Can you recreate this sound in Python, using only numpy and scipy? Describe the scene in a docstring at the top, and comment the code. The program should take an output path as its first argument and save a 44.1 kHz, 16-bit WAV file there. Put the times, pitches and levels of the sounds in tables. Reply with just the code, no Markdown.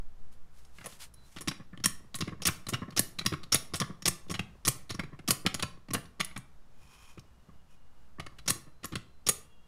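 """In a garage, a steel floor jack is pumped by hand close to a small microphone on the concrete.
After small ticks of hand or watch, slack handle, pins and plunger knock: noise bursts excite
resonances of steel, frame and chassis. Loose links tick during the pumping; a sleeve and a hand rub
as swells of grainy, filtered noise. Faint, thin, flickering tones are unsteady sines; decaying noise
forms the room's tail over a quiet hush."""
import sys
import numpy as np
from scipy import signal
from scipy.fft import rfft, irfft, next_fast_len
from scipy.io import wavfile
from scipy.ndimage import uniform_filter1d, map_coordinates

SR = 44100
rng = np.random.default_rng(int(sys.argv[2]) if len(sys.argv) > 2 else 0)


def store_pcm(level_fs):
    """Save levels as 16-bit WAV."""
    pcm = np.round(np.clip(level_fs, -1, 1) * 32767).astype(np.int16)
    wavfile.write(sys.argv[1], SR, np.atleast_2d(pcm).T)


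N = 426447

# room tone, relative spectral density: (frequency [Hz], density [dB per Hz])
HUSH_SPECTRUM = [(20, -24.5), (38, -31.5), (57, -15), (95, -29), (150, -27), (300, -39.5), (1300, -43),
                 (2200, -51.5), (6000, -56.5), (15500, -65)]
# slow air pressure on the microphone: (time [s], level [dB])
AIR_SWAY = [(0, -25.5), (.35, -39), (.7, -47.5), (4, -43.5), (9.67, -49)]
# strokes of the sleeve, then of the hand: (peak time [s], rise [s], fall [s], level [dB])
SLEEVE_STROKES = [(.33, .01, 0.02, -65.5), (.6, 0.048, 0.061, -65.5), (.8, .04, 0.028, -60),
                  (.87, 0.019, 0.029, -55), (.94, 0.031, 0.02, -52), (1.02, 0.015, 0.029, -46),
                  (1.32, 0.063, 0.081, -62.5)]
HAND_STROKES = [(6.92, 0.091, 0.042, -60.5), (7.08, 0.079, 0.047, -57.5), (7.72, 0.025, 0.028, -68)]
# rubbed cloth, relative spectral density: (frequency [Hz], density [dB per Hz])
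CLOTH_SPECTRUM = [(300, -26), (700, -3), (2000, 3), (6000, 2), (10000, 1), (15500, -9)]
# resonances of the rubbed steel: (frequency [Hz], width [Hz], relative level [dB])
RUBBED_STEEL = [(1050, 210, -6), (2487, 61, 3), (3175, 153, -7.5), (3960, 62, -27), (5350, 300, -13),
                (6880, 310, -7.5), (9860, 620, -18)]

# small ticks of hand or watch at first, then pins and links knocking as the handle swings:
# (time [s], ring level [dB], thud level [dB], pitch of part struck [Hz], chatter [ms])
KNOCKS = [(0.65, -52.5, -77, 6363.0, 4.9), (0.807, -43, -48.5, 2060, 14), (0.925, -48, -55.5, 3660.0, 3.2),
          (1.14, -47.5, -83, 10100, 3.8), (1.363, -37.5, -39, 2939.0, 7.7), (1.381, -38, -49, 3600, 9),
          (1.407, -36.5, -42.5, 9400, 11.3), (1.4752, -31, -26.5, 4898.0, 2),
          (1.481, -21, -32.5, 5070, 5.1), (1.512, -32.5, -42, 2410, 5.8), (1.775, -42, -43, 3020, 2.4),
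          (1.8, -52, -41.5, 4400, 5.7), (2.144, -30.5, -39.5, 3994.0, 3.8), (2.152, -31.0, -46, 9500, 8.5),
          (2.188, -38, -46, 9323.0, 2), (2.206, -25.5, -32, 5200, 6.6), (2.219, -28.5, -26.5, 2637.0, 4.6),
          (2.275, -35, -29, 2030, 11.4), (2.419, -31, -41, 5530, 11), (2.482, -22, -25.5, 2370, 8.1),
          (2.667, -32, -39.5, 4060, 3.4), (2.686, -29, -35, 9400, 10), (2.725, -40, -27, 2770, 4.9),
          (2.733, -22, -29, 2870, 12.5), (2.905, -46, -56, 4250, 4.6), (2.922, -50, -43, 3100, 7.6),
          (2.9642, -27, -39, 5469.0, 5.1), (3.186, -24, -38.5, 4100, 8.9), (3.211, -36, -37, 2320, 6.8),
          (3.252, -40, -32.5, 8397.0, 2.3), (3.2615, -15.5, -26, 5040, 3.3), (3.322, -31.5, -26, 2300, 8),
          (3.432, -39.5, -46.5, 4310, 6.9), (3.52, -16, -39, 5660, 12.3), (3.553, -21, -37, 4270, 6.1),
          (3.737, -26.5, -28.5, 5500, 9.1), (3.755, -29.5, -58, 8387.0, 13), (3.8, -21, -35, 5700, 5.5),
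          (3.841, -38.5, -46, 2045.0, 3.3), (4.022, -38, -43, 5500, 5), (4.282, -50.5, -56, 3550, 5.5),
          (4.297, -33, -32.1, 5460, 12), (4.309, -33, -31, 8300, 8.8), (4.34, -28.5, -34, 2885.0, 11.7),
          (4.393, -21.5, -28.5, 2720, 5.2), (4.672, -21, -28.5, 10120.0, 2.7),
          (4.894, -34.0, -46, 4250, 20), (4.904, -32, -34, 5458.0, 4.8), (4.943, -36.5, -35, 5530, 7.2),
          (4.993, -25, -32, 2170, 6.9), (5.035, -40, -36, 2476.0, 5.7), (5.191, -46, -42, 2034.0, 4.1),
          (5.284, -25, -25, 9900, 4.7), (5.293, -34.5, -31, 9797.0, 25), (5.463, -14.5, -22, 3210, 5.2),
          (5.543, -25.5, -32, 6830, 5.5), (5.594, -29.5, -40.1, 3326.0, 8), (5.6246, -22, -35.5, 4730, 4.9),
          (5.885, -47.5, -40, 3280, 5.4), (5.906, -37.5, -32, 5415.0, 6.1), (5.934, -23, -32, 9640, 9.4),
          (6.041, -58, -54, 9500, 5.6), (6.055, -50, -65, 4540, 3.6), (6.197, -36.0, -41.3, 3229.0, 7),
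          (6.202, -18, -33, 3540, 6.6), (6.246, -28.5, -69, 9500, 4.4), (6.308, -45, -54.0, 2239.0, 8.7),
          (6.361, -31.5, -36.5, 2260, 7.1), (6.376, -35, -38, 8900.0, 2.1), (7.175, -46, -39.7, 2430, 8.3),
          (7.194, -47.5, -61, 6104.0, 2.5), (8.385, -43.5, -51, 3380, 7), (8.46, -43.5, -44.3, 5544.0, 5.4),
          (8.495, -21.5, -35.5, 8344.0, 11.4), (8.832, -40.5, -43.5, 2940, 10),
          (8.854, -30.4, -51, 9500, 2.3), (8.921, -42.2, -36, 2960, 13.0), (8.934, -43, -35, 2900, 2.8),
          (8.955, -26, -30.5, 3445.0, 2.7), (9.275, -28.5, -43, 6730, 4)]
# contacts with a stronger, hollow mid-range clank: columns as in KNOCKS
HOLLOW_CONTACTS = [(0.784, -41, -52, 2099.0, 4.6), (0.842, -44, -48, 6395.0, 7.6),
                   (0.858, -33, -45, 9937.0, 9.5), (3.335, -30, -32.5, 2280, 5.1),
                   (3.815, -25.5, -30.5, 3348.0, 5.1), (5.63, -27.5, -28, 2470, 4.5),
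                   (5.945, -25, -28.2, 2820, 7.7), (8.197, -33, -39.5, 3326.0, 6.7),
                   (8.264, -38.5, -44.5, 3219.0, 3.5), (8.844, -31.5, -39, 6850, 5.6)]
HOLLOW_DB = 7  # added mid-range clank of these contacts
# clank of a knock: this share of ring dB, the rest thud dB, an offset, and a slope with pitch
RING_SHARE, CLANK_DB, CLANK_DB_PER_OCT = 0.39, -4, 0.5

# end of each down-stroke, slack taken up (the lead) and then the handle meets its stop:
# (stop time [s], ring level [dB], thud level [dB], chatter [ms], lead time [ms], lead ring level [dB])
DOWN_STROKES = [(1.8582, -11.5, -26, 2.6, 19.2, -20), (2.47, -14.5, -32, 6.5, 17, -17.5),
                (2.9927, -11.5, -23.5, 3.2, 19.7, -18.5), (3.5444, -12.5, -27, 3.3, 22.2, -18.5),
                (4.078, -15, -26, 6.5, 23, -16), (4.679, -14, -26, 4.14, 27.9, -24.5),
                (5.3063, -12.5, -27.5, 5.4, 28.9, -25), (8.5028, -14.5, -28.5, 3.2, 25, -19.5),
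                (9.2876, -13.5, -31, 6.2, 22.4, -21.5)]
STOP_HZ, STOP_CLANK_DB = 9540, -12  # pitch of part struck; clank against ring
LEAD_HZ, LEAD_CHATTER_MS = 5750, 9
LEAD_CLANK_DB, LEAD_THUD_DB = -15.5, -14  # against ring

# soft bumps of the chassis with hardly any ring: (time [s], thud level [dB])
BUMPS = [(1.597, -40), (1.728, -39.5), (2.321, -34.5), (2.397, -43), (2.817, -29.5), (2.88, -36.5),
         (3.807, -25), (3.897, -34.5), (4.989, -29.5), (5.128, -39), (5.452, -27.5), (5.964, -31.5),
         (7.487, -47), (8.184, -37), (8.319, -50), (8.558, -41), (8.667, -47.5)]
BUMP_HZ, BUMP_CHATTER_MS = 1180, 13
BUMP_RING_DB, BUMP_CLANK_DB = -19.5, -6.5  # against thud

# resonances of pins, handle and arms; of the side plates; of the chassis on concrete:
# (frequency [Hz], width [Hz], nominal relative level [dB])
STEEL = [(2565, 53, -14), (3290, 130, -23), (4008, 100, -4), (4713, 50, -20), (5540, 120, -4),
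         (6690, 37, -3.5), (8455, 54, -6.5), (9330, 80, -0.5), (10430, 400, -2.5), (10150, 93, -4),
         (11800, 87, -2), (14000, 60, -3.5), (14700, 120, -6)]
FRAME = [(1087, 95, 5), (1375, 71, -9), (1737, 140, 1), (2044, 47, -17), (555.6, 350, -2.5)]
BASE = [(83.3, 18, -8), (118, 21, -4), (141, 23, -3.5), (185, 34, -1), (278.2, 110, -4), (339.3, 130, -4)]

# reverberation time of the room: (frequency [Hz], time to fall 60 dB [s])
ROOM_DECAY = [(100, 0.43), (700, 0.47), (5000, 0.31), (13000, 0.27)]
# faint, thin, flickering tones: (start [s], end [s], mean frequency [Hz], nominal level [dB])
FAINT_TONES = [(1.13, 1.3, 4020, -66.5), (7.201, 8.1, 2860, -79.5), (8.591, 9.242, 4060, -77),
               (9.4, 11, 2800, -73), (9.345, 12, 3300, -76)]
# fast pumping: (start [s], end [s])
PUMPING = [(1.36, 6.4)]
# treble fall of the microphone: (frequency [Hz], gain [dB])
MIC_TREBLE = [(9000, -2), (11500, -1), (15500, -4.5)]
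TOP_HZ = 15700  # centre of the microphone's upper band edge


def amp(db):
    """Amplitude ratio: twenty decibels for each factor of ten."""
    return 10 ** (np.asarray(db) / 20)


def unit(x):
    """Normalization: the signal is scaled to an rms of 1."""
    return x / np.sqrt(np.mean(x ** 2) + 1e-20)


def peaked(x, size):
    """Peak power: the loudest running mean over size samples is made that of a unit sine."""
    return x / np.sqrt(2 * np.abs(uniform_filter1d(x ** 2, size)).max() + 1e-20)


def along(points, at):
    """Logarithmic interpolation: (frequency, value) points are read on a log-frequency axis."""
    hz, value = np.transpose(points)
    return np.interp(np.log(at + 1), np.log(hz + 1), value)


def curve(rows):
    """Envelope: levels in dB become a gain per sample, practically silent outside their span."""
    time, db = np.transpose(rows)
    return amp(np.interp(np.arange(N) / SR, time, db, left=-140, right=-140))


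def stroke(rows):
    """Asymmetric Gaussian envelopes: each swell has its own rise and fall."""
    t = np.arange(N) / SR
    return sum(amp(db) * np.exp(-((t - peak) / np.where(t < peak, rise, fall)) ** 2 / 2)
               for peak, rise, fall, db in rows)


def wobble(rate):
    """Band-limited fluctuation: a smooth curve through random knots, rate of them a second."""
    knots = rng.standard_normal(int(N * rate / SR) + 4)
    return map_coordinates(knots, [np.arange(N) * rate / SR])


def filtered(x, response):
    """Linear filtering: the spectrum is multiplied by a response of frequency."""
    m = next_fast_len(x.shape[-1] + 3000)
    spectrum = rfft(x, m) * response(np.fft.rfftfreq(m, 1 / SR))
    return irfft(spectrum, m)[..., :x.shape[-1]]


def modes(table, extra_db=None):
    """Modal superposition: damped resonators of alternating sign add to a causal response."""
    extra_db = np.zeros(len(table)) if extra_db is None else extra_db

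    def response(f):
        return sum((-1) ** k * amp(db + extra_db[k]) * 1j * f * width / (hz * hz - f * f + 1j * f * width)
                   for k, (hz, width, db) in enumerate(table))
    return response


def hush():
    """Broadband noise: room tone wavers in level while slow air moves the diaphragm."""
    tone = filtered(rng.standard_normal(N), lambda f: amp(along(HUSH_SPECTRUM, f)) * (f > 20))
    sway = filtered(rng.standard_normal(N), lambda f: f / (1 + (f / 3) ** 2.7) * (f < 30))
    return amp(-59.0 + .8 * wobble(9)) * unit(tone) + curve(AIR_SWAY) * unit(sway)


def rubbing():
    """Friction noise: grainy noise takes the color of brushed cloth, later of steel under a hand."""
    grainy = rng.standard_normal((2, N)) * amp(1.5 * wobble(300) + 1.2 * wobble(30))
    sleeve = filtered(grainy[0], lambda f: amp(along(CLOTH_SPECTRUM, f)))
    # steel resonances over a broad hiss
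    hand = filtered(grainy[1], lambda f: modes(RUBBED_STEEL)(f) + 0.19 * (f > 700) / (1 + (f / 9000) ** 2))
    return stroke(SLEEVE_STROKES) * unit(sleeve) + stroke(HAND_STROKES) * unit(hand)


def knock_clank(ring_db, thud_db, hz):
    """Shared excitation: the clank's level follows a mix of ring and thud, and the pitch struck."""
    mix = RING_SHARE * ring_db + (1 - RING_SHARE) * thud_db
    return mix + CLANK_DB + CLANK_DB_PER_OCT * np.log2(hz / LEAD_HZ)


def contacts():
    """Impact sequence: (time [s], ring [dB], clank [dB], thud [dB], part struck [Hz], chatter [ms])."""
    stops = [(s, ring, ring + STOP_CLANK_DB, thud, STOP_HZ, ms)
             for s, ring, thud, ms, _, _ in DOWN_STROKES]
    leads = [(s - lead_ms / 1000, ring, ring + LEAD_CLANK_DB, ring + LEAD_THUD_DB, LEAD_HZ, LEAD_CHATTER_MS)
             for s, _, _, _, lead_ms, ring in DOWN_STROKES]
    knocks = [(s, ring, knock_clank(ring, thud, hz), thud, hz, ms)
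              for s, ring, thud, hz, ms in KNOCKS]
    hollow = [(s, ring, knock_clank(ring, thud, hz) + HOLLOW_DB, thud, hz, ms)
              for s, ring, thud, hz, ms in HOLLOW_CONTACTS]
    bumps = [(s, thud + BUMP_RING_DB, thud + BUMP_CLANK_DB, thud, BUMP_HZ, BUMP_CHATTER_MS)
             for s, thud in BUMPS]
    return stops + leads + knocks + bumps + hollow


def impact(ring_db, clank_db, thud_db, hz, ms):
    """Impact excitation: a chatter of micro-impacts drives steel and frame, a soft push the chassis."""
    t = np.arange(5000) / SR
    noise, spikes, scatter = rng.standard_normal((3, len(t)))
    life = np.abs(ms) / 1000
    attack = 1 - np.exp(-t / (0.16 * life))
    decay = np.exp(-(t / life) ** 2 * 0.47) + 0.16 * np.exp(-t / 0.011)
    lumps = amp(30 * uniform_filter1d(spikes, size=40))  # about 1 ms long
    chatter = noise * lumps * attack * decay

    # parts pitched like the struck one answer most
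    tilt = -8.5 * np.abs(np.log2(np.array(STEEL)[:, 0] / hz))
    steel = modes(STEEL, tilt + 2.5 * scatter[:len(STEEL)])
    struck = modes([(hz, hz / 14, 1.2), (hz * 0.88, hz * 1.4, -9)])  # its own ring and the broad click
    frame = modes(FRAME + [(1300, 1500, -12)], 2.5 * scatter[20:])
    base = modes(BASE, 3 * scatter[30:])

    # low-pitched contacts carry little treble
    ring = filtered(chatter, lambda f: (steel(f) * amp(4.5) + struck(f)) / (1 + 1j * f / (0.7 * hz)))
    clank = filtered(chatter, lambda f: frame(f) / (1 + 1j * f / (1.1 * hz)))
    push = t * np.exp(-t / 0.00056)  # the blow itself, softened by the mass of the jack
    thud = filtered(push + .0001 * chatter, lambda f: base(f) / (1 + 1j * f / 900))

    sound = amp(ring_db) * peaked(ring, size=110)
    sound += amp(clank_db) * peaked(clank, size=176)
    sound += amp(thud_db) * peaked(thud, size=352)
    return sound * np.minimum(1, (t[-1] - t) / .03)  # fade out over 30 ms


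def impacts():
    """Superposition: the ring, clank and thud of every contact add at their times."""
    out = np.zeros(N + SR)
    for s, *settings in contacts():
        sound = impact(*settings)
        out[round(s * SR) - 30:][:len(sound)] += sound
    return out[:N]


def garage(x, piece=SR // 4):
    """Reverberation: each piece meets a fresh noise tail whose decay rate depends on frequency."""
    out = np.zeros(N + 2 * SR)
    for i in range(0, N, piece):
        hz, t, z = signal.stft(rng.standard_normal(SR // 2), SR, nperseg=256)
        decay = amp(-60 * t / along(ROOM_DECAY, hz)[:, None])
        tail = signal.istft(z * decay, SR, nperseg=256)[1]
        wet = signal.fftconvolve(x[i:i + piece], tail / np.linalg.norm(tail))
        out[i + 250:][:len(wet)] += wet  # the tail starts some 6 ms late
    return out[:N]


def faint_tones():
    """Modulated sinusoids: faint, thin tones flicker in level and waver in frequency."""
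    t = np.arange(N) / SR
    out = np.zeros(N)
    for start, end, hz, db in FAINT_TONES:
        swell = np.clip(np.minimum(t - start, end - t) / 0.06, 0, 1)
        level = amp(db + 4 * wobble(50))
        phase = 2 * np.pi * np.cumsum(hz + 25 * wobble(80)) / SR
        out += level * swell * np.sin(phase)
    return out


def rattle(count=120):
    """Random impulse excitation: loose links tick on frame and chassis during the fast pumping."""
    when, size = rng.random((count, 2)).T
    ticks = np.zeros(N)
    ticks[(when * (N - 1)).astype(int)] = amp(14 * size)
    t = np.arange(N) / SR
    ticks *= sum((t > start) & (t < end) for start, end in PUMPING)  # ticks outside are dropped

    def response(f):
        frame = amp(-25.5) * modes(FRAME)(f) / (1 + 1j * f / 900) ** 2
        base = amp(-11.0) * modes(BASE)(f) / (1 + 1j * f / 400)
        return frame + base
    return filtered(ticks, response)


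def scene():
    """Direct and reflected sound: impacts, rattle and their room tail add to rubbing, tones and hush."""
    near = impacts() + rattle()
    return (near + amp(-13.5) * garage(near) + rubbing() + faint_tones() + hush())[None]


def record(dry):
    """Transducer response: the microphone loses some treble and keeps nothing above its band limit."""
    def response(f):
        band = np.clip((TOP_HZ + 100 - f) / 200, 0, 1)  # edge 200 Hz wide
        return amp(along(MIC_TREBLE, f)) * band
    return filtered(dry, response)


dry = scene()
out = record(dry)
store_pcm(out)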